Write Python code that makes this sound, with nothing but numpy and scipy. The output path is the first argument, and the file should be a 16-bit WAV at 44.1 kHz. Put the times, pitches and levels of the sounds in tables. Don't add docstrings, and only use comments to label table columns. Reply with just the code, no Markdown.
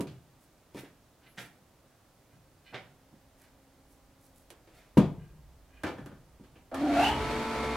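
import sys
import numpy as np
from scipy import signal
from scipy.fft import rfft, irfft, next_fast_len
from scipy.io import wavfile
from scipy.ndimage import map_coordinates

SR = 44100
rng = np.random.default_rng(int(sys.argv[2]) if len(sys.argv) > 2 else 0)


def file_out(sig):
    cols = np.atleast_2d(sig).T
    lim = np.clip(cols, -1, 1)
    pcm = np.round(lim * 32767).astype(np.int16)
    wavfile.write(sys.argv[1], SR, pcm)


N = 342216


def amp(db):
    return 10 ** (np.asarray(db) / 20)


def unit(x):
    return x / np.sqrt(np.mean(x ** 2) + 1e-20)


def along(points, hz):
    point_hz, values = np.transpose(points)
    return np.interp(np.log(hz + 1), np.log(point_hz + 1), values)


def curves(rows):
    s, *columns = np.transpose(rows)
    return [np.interp(np.arange(N) / SR, s, column) for column in columns]


def wobble(knots_per_s):
    knots = rng.standard_normal(N // 20)
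    return unit(map_coordinates(knots, [np.arange(N) * knots_per_s / SR], mode="wrap"))


def swell(full_s, hold_s, rise_db_per_s, fall_db_per_s):
    t = np.arange(N) / SR - full_s
    return amp(-rise_db_per_s * np.maximum(-t, 0) - fall_db_per_s * np.maximum(t - hold_s, 0))


def resonant(peaks, hz):
    return sum(amp(db) / (1 + (2 * (hz - centre) / width) ** 2) for centre, width, db in peaks)


def coloured(x, gain):
    n = x.shape[-1]
    m = 2 * next_fast_len(n // 2 + 4096)
    log_gain = np.log(np.maximum(gain(np.fft.rfftfreq(m, 1 / SR)), 1e-6))
    cepstrum = irfft(log_gain, m)
    cepstrum[1:m // 2] *= 2
    cepstrum[m // 2 + 1:] = 0
    return irfft(rfft(x, m) * np.exp(rfft(cepstrum)), m)[..., :n]


def shaped(x, spectrum):
    return coloured(x, lambda hz: amp(along(spectrum, hz)))


# frequency in Hz, left-right correlation (0-1).
LEFT_RIGHT_LIKENESS = [(100, .96), (300, .93), (600, .86), (1000, .82), (2500, .7), (5000, .38),
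                       (12000, .22)]


def stereo_noise(size):
    m = next_fast_len(size)
    likeness = along(LEFT_RIGHT_LIKENESS, np.fft.rfftfreq(m, 1 / SR))
    turn = np.arccos(np.clip(likeness, -1, 1)) / 2
    white = rfft(rng.standard_normal((2, m)))
    mid, side = irfft(white * [np.cos(turn), np.sin(turn)], m)
    return np.array([mid + side, mid - side])[:, :size]


def noise(spectrum):
    return unit(shaped(stereo_noise(N), spectrum))


# frequency in Hz, t60 in seconds.
ROOM_DECAY = [(70, 0.94), (135, 0.69), (250, 0.28), (700, 0.44), (2000, 0.35), (5000, 0.3), (12000, 0.3)]


def shop(direct_db, length=1):
    hz, t, z = signal.stft(stereo_noise(SR), SR, nperseg=256)
    decay = amp(-60 * t / (length * along(ROOM_DECAY, hz)[:, None]))
    tail = signal.istft(z * decay, SR, nperseg=256)[1][:, :SR]
    tail /= np.linalg.norm(tail[0])
    tail[:, 0] += amp(direct_db)
    return tail / np.linalg.norm(tail[0])


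def add(track, s, sound):
    start = max(round(s * SR), 0)
    track[:, start:start + sound.shape[1]] += sound[:, :N - start]


def tone(hz):
    return np.sqrt(2) * np.sin(2 * np.pi * (np.cumsum(hz) / SR + rng.random()))


def blows(table, modes, spectrum, ring_db, direct_db, length, scatter_db, spot_db):
    out, t = np.zeros((2, N)), np.arange(SR) / SR
    sides = np.array([[.5], [-.5]])
    for s, db, bass_db, treble_db, spot_hz in table:
        ring = np.zeros((2, SR))
        for k, (mode_hz, mode_db, t60) in enumerate(modes):
            decay = amp(mode_db + scatter_db * rng.normal() - 60 * t / t60)
            balance = 1 + 0.04 * sides * rng.normal()
            ring += (-1) ** k * decay * np.sin(2 * np.pi * mode_hz * t) * balance
        burst = unit(shaped(shop(direct_db, length), spectrum))
        hit = amp(ring_db) * unit(ring) + burst
        contact = [(140, bass_db), (330, 0.026), (700, 0), (4000, treble_db)]

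        def contact_gain(hz):
            spot = np.exp(-(np.log2((hz + 1) / spot_hz) / 0.33) ** 2)
            return amp(along(contact, hz) + spot_db * spot)

        hit = coloured(hit, contact_gain)
        onset_rms = np.sqrt(np.mean(hit[:, :SR // 32] ** 2))
        add(out, s, amp(db) * hit / onset_rms)
    return out


BOUNCE_S, FLIGHT_S, FLIGHT_SHRINK, BOUNCE_LOSS_DB = 5.983, 0.078, 0.7, 4


def rocking(first_db, bass_db, treble_db, spot_hz, count):
    flights = [FLIGHT_SHRINK ** k for k in range(count - 1)]
    times = BOUNCE_S + FLIGHT_S * np.cumsum([0] + flights)
    return [(s, first_db - BOUNCE_LOSS_DB * k, bass_db, treble_db, spot_hz) for k, s in enumerate(times)]


# start in seconds, level in dB, bass in dB, treble in dB,
# favoured frequency in Hz.
FLOOR_THUMPS = [(0.0, -32.5, -5.5, -2.5, 327), (0.747, -43, -3.5, 7, 350), (0.829, -51.5, -21, -8, 298),
                (2.33, -60, 18, -8, 137), (3.128, -57, 1, -8, 245), (4.971, -13.5, -1.5, -14.5, 217),
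                (6.398, -51, 4, -3, 280)]
# start in seconds, level in dB, bass in dB, treble in dB,
# favoured frequency in Hz.
WOOD_KNOCKS = [(0.002, -49, -22, 0, 433), (0.071, -48.5, 17, 18.5, 138), (0.770, -55, -6, -2, 2300),
               (4.506, -56.5, -18, 6, 397), (4.674, -59.5, -23, 7, 390), (4.973, -34, -2.5, 8.5, 965),
               (5.835, -34.5, -2.5, 1.5, 1590), (5.842, -34.5, -4, -4, 306), (5.866, -37, -9, 5, 322),
               (6.438, -61.5, 1, 8, 390), (6.556, -57.5, 0, 0, 2760)]
# start in seconds, level in dB, treble in dB, favoured frequency in Hz.
DRIVE_JOLTS = [(6.715, -42.5, -9, 690), (6.742, -38.5, -3.5, 1190)]
# start in seconds, level in dB, treble in dB.
HARD_CLICKS = [(0.008, -47, 2), (4.504, -55, 2.5), (4.978, -46, 2), (5.835, -51, -0.5), (6.061, -58.5, 0),
               (6.745, -52.5, 16.5)]
# frequency in Hz, relative level in dB, t60 in seconds.
PLANK_MODES = [(72, -16, .4), (112, -10, .2), (131, -23, 1.1), (140, -23, .9), (180, -5, .12),
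               (203, -1, .22), (240, -3, .18), (283, -2, .2), (385, -11, .26), (445, -12, .15),
               (499, -13, .25), (575, -21, .3), (745, -22, .15), (955, -15, .24), (1066, -20, .17),
               (1170, -21, .22)]
# frequency in Hz, relative level in dB, t60 in seconds.
BOARD_MODES = [(255, -6, .15), (323, 0, .17), (501, -11, .25), (807, -14, .3), (1222, -16, .33),
               (1437, -17, .3), (1600, -11, .15), (1739, -16, .27), (1820, -16, .3), (2315, -16, .25),
               (3090, -21, .3), (3365, -26, .45), (4624, -26, .18)]
# frequency in Hz, gain in dB.
THUMP_COLOUR = [(24, -95), (40, -38), (116, -5.5), (156, 2.5), (211, -15), (298, -9), (329, -8), (454, -10),
                (502, -15), (693, -18), (933, -35), (1260, -61), (2990, -44), (15000, -53.5)]
# frequency in Hz, gain in dB.
KNOCK_COLOUR = [(47, -28), (80, -0.5), (206, -2), (321, -2.5), (436, -5.5), (498, 0), (725, -10.5),
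                (791, -5), (864, -7.5), (1870, -17), (2490, -16.5), (15500, -45.5)]
# frequency in Hz, gain in dB.
CLICK_COLOUR = [(150, -6.5), (500, 4.5), (1500, -1.5), (3500, -6.5), (6000, -7.5), (11000, -6),
                (15500, -19)]
CLICK_BASS_DB, CLICK_HZ, JOLT_BASS_DB = -3, 3000, -30


def impacts():
    on_floor = FLOOR_THUMPS + rocking(first_db=-44, bass_db=4, treble_db=-5, spot_hz=290, count=3)
    on_wood = WOOD_KNOCKS + rocking(first_db=-50.5, bass_db=-9, treble_db=0, spot_hz=1580, count=3)
    on_wood += [(s, db, JOLT_BASS_DB, treble_db, hz) for s, db, treble_db, hz in DRIVE_JOLTS]
    hard = [(s, db, CLICK_BASS_DB, treble_db, CLICK_HZ) for s, db, treble_db in HARD_CLICKS]
    thumps = blows(on_floor, PLANK_MODES, THUMP_COLOUR,
                   ring_db=1, direct_db=-3.5, length=0.91, scatter_db=0.5, spot_db=4.5)
    knocks = blows(on_wood, BOARD_MODES, KNOCK_COLOUR,
                   ring_db=-7, direct_db=-19, length=1, scatter_db=4.5, spot_db=8)
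    clicks = blows(hard, BOARD_MODES, CLICK_COLOUR,
                   ring_db=-14, direct_db=-4, length=0.4, scatter_db=2, spot_db=4)
    return thumps + knocks + clicks * amp([[-3], [2]])


def strokes(table, body, grain_db, direct_db):
    out, t = np.zeros((2, N)), np.arange(SR // 2) / SR - 1 / 4
    for s, db, rise, fall, top_hz in table:
        envelope = np.exp(-np.where(t < 0, (t / rise) ** 2, t / fall))
        grain = np.minimum(rng.standard_normal(len(t)), 3)
        catches = rng.standard_normal(len(t)) * amp(grain_db * grain)
        rub = unit(coloured(catches, lambda hz: body(hz) / np.sqrt(1 + (hz / top_hz) ** 6)))
        heard = signal.fftconvolve((envelope * rub)[None], shop(direct_db), axes=1)
        add(out, s + t[0], amp(db) * heard)
    return out


# peak in seconds, level in dB, rise in seconds, fall in seconds,
# low-pass in Hz.
SLIDES = [(0.790, -48, 0.035, 0.012, 14000), (0.852, -53, 0.011, 0.0082, 4450),
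          (1.270, -60, 0.041, 0.0092, 4500), (1.386, -39.5, 0.0092, 0.025, 8000),
          (2.732, -42.5, 0.0056, 0.011, 1520), (2.749, -38, 0.0097, 0.02, 4460),
          (3.450, -65, 0.061, 0.028, 12000), (4.785, -61, 0.061, 0.075, 11000)]
# peak in seconds, level in dB.
SLEEVE_BRUSHES = [(0.43, -69.5), (0.80, -59), (1.415, -56.5), (3.425, -67), (3.93, -70), (4.255, -65),
                  (4.385, -65.5), (4.78, -68)]
# peak in seconds, level in dB, rise and fall in seconds, low-pass in Hz.
WOOD_CREAKS = [(1.275, -61, 0.014, 3800), (1.91, -74, .03, 1500), (2.335, -71, 0.025, 2800),
               (2.679, -54, 0.021, 6000), (5.235, -67.5, 0.054, 2200), (5.785, -63, 0.073, 2580)]
# frequency in Hz, gain in dB.
SLIDE_COLOUR = [(50, -38.5), (130, 2), (350, -6), (650, -5), (800, -4.5), (1050, -10.5), (1550, -6),
                (1950, -4.5), (2700, -7.5), (5000, -15), (15500, -26)]
# frequency in Hz, gain in dB.
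CLOTH_COLOUR = [(1500, -19), (5000, -4), (10000, 4), (15000, 1.5)]
# frequency in Hz, width in Hz, gain in dB.
CREAK_PEAKS = [(1180, 70, -7), (1620, 85, 0), (2030, 70, -3), (2450, 130, -3), (2980, 140, -4),
               (4200, 200, -8), (5150, 200, -14)]
# frequency in Hz, width in Hz, gain in dB.
CREAK_DRY_RUB = [(2900, 2700, -13)]
BRUSH_RISE_S, BRUSH_FALL_S, BRUSH_TOP_HZ = 0.038, 0.031, 14000


def friction():
    sleeves = [(s, db, BRUSH_RISE_S, BRUSH_FALL_S, BRUSH_TOP_HZ) for s, db in SLEEVE_BRUSHES]
    grips = [(s, db, length, length, top_hz) for s, db, length, top_hz in WOOD_CREAKS]
    scrapes = strokes(SLIDES, lambda hz: amp(along(SLIDE_COLOUR, hz)), grain_db=7.5, direct_db=0.5)
    brushes = strokes(sleeves, lambda hz: amp(along(CLOTH_COLOUR, hz)), grain_db=12, direct_db=4)
    creaks = strokes(grips, lambda hz: resonant(CREAK_PEAKS + CREAK_DRY_RUB, hz), grain_db=12, direct_db=-1)
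    return (scrapes + brushes + creaks + squeak()) * amp([[-.4], [.4]])


def squeak():
    gain = amp(-74) * swell(1.3, hold_s=0.02, rise_db_per_s=500, fall_db_per_s=450)
    return gain * sum(amp(2 * wobble(59.5)) * tone(hz + 40 * wobble(200)) for hz in (10400, 12450))


START_S, RUN_UP_S, RUN_UP_SHAPE = 6.716, 0.175, 1.3


def shaft_speed():
    since_start = np.maximum(np.arange(N) / SR - START_S, 0)
    return 1 - np.exp(-(since_start / RUN_UP_S) ** RUN_UP_SHAPE)


def powered(attack_s):
    return np.clip((np.arange(N) / SR - START_S) / attack_s, 0, 1) ** 2


SLIP_S, SLIP_HOLD_S = 7.04, 0.043


def slipping():
    return swell(SLIP_S, SLIP_HOLD_S, rise_db_per_s=187, fall_db_per_s=270)


def singing(hz, gain, width_hz, flutter_db, wet_db, octave_db):
    pitch = hz + width_hz * wobble(240)
    pair = tone(pitch) + amp(octave_db) * tone(2 * pitch)
    line = gain * unit(pair * amp(flutter_db * wobble(110)))
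    room = signal.fftconvolve(line[None], shop(direct_db=-42.5), axes=1)[:, :N]
    return line + amp(wet_db) * room


# time in seconds, pitch in Hz, level in dB before WHINE_TRIM_DB.
DRIVE_WHINE = [(6.73, 653, -37.5), (6.79, 701, -47.5), (6.87, 740, -33.5), (6.95, 675.5, -31),
               (6.992, 715.6, -20.5), (7.03, 750, -25), (7.07, 783, -29.5), (7.11, 881, -35.5),
               (7.2, 960, -43)]
WHINE_TRIM_DB = -1
GROWL_HZ, GROWL_RISE_HZ, GROWL_DB = 272, 22.1, -29
SQUEAL_HZ, SQUEAL_GLIDE_HZ_PER_S, SQUEAL_DB = 2800, 2800, -35


def run_up():
    speed, on = shaft_speed(), powered(attack_s=0.015)
    strain = on * swell(6.84, hold_s=0.079, rise_db_per_s=151, fall_db_per_s=65)
    growl = singing(GROWL_HZ + GROWL_RISE_HZ * speed, amp(GROWL_DB) * strain,
                    width_hz=18, flutter_db=1.5, wet_db=-12, octave_db=-14)
    whine_hz, whine_db = curves(DRIVE_WHINE)
    pull = on * swell(START_S, hold_s=0.46, rise_db_per_s=0, fall_db_per_s=110)
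    whine = singing(whine_hz, amp(whine_db + WHINE_TRIM_DB) * pull,
                    width_hz=45, flutter_db=1.3, wet_db=-10, octave_db=-15)
    squeal_hz = SQUEAL_HZ + SQUEAL_GLIDE_HZ_PER_S * np.clip(np.arange(N) / SR - SLIP_S, -.5, .5)
    squeal = singing(squeal_hz, amp(SQUEAL_DB) * on * slipping(),
                     width_hz=150, flutter_db=2, wet_db=-0.5, octave_db=-32)
    load = on * swell(7.0, hold_s=0.11, rise_db_per_s=72, fall_db_per_s=120)
    partials = [(890, -2), (995, -2), (1330, -8.5), (1770, -11), (2000, -13)]
    climb = sum(amp(db + 2 * wobble(60)) * tone(hz * speed * (1 + 0.025 * wobble(200))) for hz, db in partials)
    return growl + whine + squeal + amp(-40) * load * climb


# multiple of CUTTER_HZ, level at full speed in dB.
CUTTER_LINES = [(4, -41.5), (8, -43), (9, -46.5), (10, -61), (12, -47.5), (16, -60), (20, -57), (22, -58),
                (32, -60)]
# multiple of MOTOR_HZ, level at full speed in dB.
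MOTOR_LINES = [(1, -55), (4, -45.5), (6, -51), (9, -57), (12, -49.5)]
# frequency in Hz, level at full speed in dB.
PANEL_TONES = [(65, -49.5), (133, -51.5), (225, -46.5), (280, -48.5), (500, -74), (587, -52.5),
               (1142, -52.5), (1243, -72), (2138, -55.5), (2284, -61)]
CUTTER_HZ, MOTOR_HZ = 110.83, 58.3


def hum():
    speed = shaft_speed()
    turning = speed * (1 + 0.0011 * wobble(14))
    lines = [(k * CUTTER_HZ, db) for k, db in CUTTER_LINES] + [(k * MOTOR_HZ, db) for k, db in MOTOR_LINES]
    shafts = sum(amp(db + 1.6 * wobble(16)) * tone(hz * turning) for hz, db in lines)
    panels = sum(amp(db + 2.8 * wobble(9.8)) * tone(hz + 3 * wobble(25)) for hz, db in PANEL_TONES)
    return speed ** 6 * shafts + speed ** 4 * panels


# frequency in Hz, gain in dB.
AIR_COLOUR = [(120, -21), (200, -12.5), (227, -12), (316, -10), (408, -11.5), (439, -5), (472, -12.5),
              (681, -11), (746, -13), (896, -13.5), (1060, -15), (2230, -18), (2630, -21.5), (10800, -39),
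              (15800, -51.5)]
# frequency in Hz, width in Hz, relative gain in dB.
HOUSING_PEAKS = [(1238, 39, 6), (1544, 54, 2.5), (2127, 48, -1), (2270, 93, 4), (2820, 55, -10),
                 (3230, 120, -3.5), (3810, 260, -9), (4370, 450, -5)]
# frequency in Hz, gain in dB.
BELT_COLOUR = [(530, -36), (900, 11), (1100, -14.5), (1540, 0.5), (2430, -6), (2810, -6), (3290, -5),
               (4540, -10), (5060, -13.5), (12600, -23.5), (15800, -31)]
# frequency in Hz, gain in dB.
RUMBLE_COLOUR = [(20, -35.5), (35, -21), (50, 0), (64, 1), (80, 3.5), (105, -9), (135, 1), (185, -15.5),
                 (230, -5), (300, -13), (500, -51.5)]
AIR_DB, AIR_GROWS_DB, SURGE_DB = -37, 12.5, -34
SLIP_DB, DRAG_DB, BELT_DB = -33.5, -48, -58.5
SHUDDER_DB, SHAKE_DB = -39, -50.5


def rush():
    speed, on = shaft_speed(), powered(attack_s=0.052)
    ringing = unit(coloured(stereo_noise(N), lambda hz: resonant(HOUSING_PEAKS, hz)))
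    flow = noise(AIR_COLOUR) + amp(-11) * ringing
    surge = amp(SURGE_DB) * swell(7.0, hold_s=0.03, rise_db_per_s=105, fall_db_per_s=200)
    air_gain = np.hypot(amp(AIR_DB - AIR_GROWS_DB * (1 - speed)), surge)
    air = air_gain * amp(0.72 * wobble(25) + 0.6 * wobble(200)) * flow
    rubbing = amp(SLIP_DB) * slipping() + amp(DRAG_DB) * (1 - speed) + amp(BELT_DB) * speed
    belt = rubbing * amp(0.7 * wobble(80)) * noise(BELT_COLOUR)
    shudder = amp(SHUDDER_DB) * swell(7.08, hold_s=0.25, rise_db_per_s=36, fall_db_per_s=90)
    rumble = np.hypot(shudder, amp(SHAKE_DB) * speed) * noise(RUMBLE_COLOUR)
    return on * (air + belt + rumble)


# frequency in Hz, gain in dB.
STILL_AIR_COLOUR = [(12, -53), (20, 1), (130, -4), (172, -7), (197, -9.5), (233, -8.5), (268, -5.5),
                    (300, -9), (456, -13), (539, -10.5), (2500, -24.5), (6120, -27), (15800, -31)]


def background():
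    feet = amp(-68.5) * swell(3.4, hold_s=3.3, rise_db_per_s=25, fall_db_per_s=20)
    landing = amp(-55.5) * swell(5.05, hold_s=0.1, rise_db_per_s=151, fall_db_per_s=14.5)
    rumble = noise([(15, -15.5), (35, -3.5), (60, 1.5), (150, -31), (600, -100)])
    pitch = 269 + wobble(6)
    partials = tone(pitch) + amp(-6) * tone(2 * pitch) + amp(-10.5) * tone(3 * pitch)
    faint_hum = amp(-72) * swell(3.06, hold_s=1.33, rise_db_per_s=63, fall_db_per_s=30) * partials
    air = shaped(noise(STILL_AIR_COLOUR), [(30, -7), (110, 0.5)])
    return amp(-62.5) * air + (feet + landing) * rumble + faint_hum


# time in seconds, left over right in dB.
WORK_PLACE = [(0, -0.5), (0.75, -0.5), (1.4, -1.5), (4.5, -2), (4.97, 1.6), (5.85, 0.2), (6.5, -0.5)]


def scene():
    pan_db, = curves(WORK_PLACE)
    handling = (impacts() + friction()) * amp(pan_db * np.array([[.5], [-.5]]))
    return handling + run_up() + hum() + rush() + background() * amp([[-.6], [.6]])


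TOP_HZ = 15850


def record(dry):
    m = next_fast_len(N + SR // 2)
    return irfft(rfft(dry, m) * (np.fft.rfftfreq(m, 1 / SR) < TOP_HZ), m)[:, :N]


dry = scene()
out = record(dry)
file_out(out)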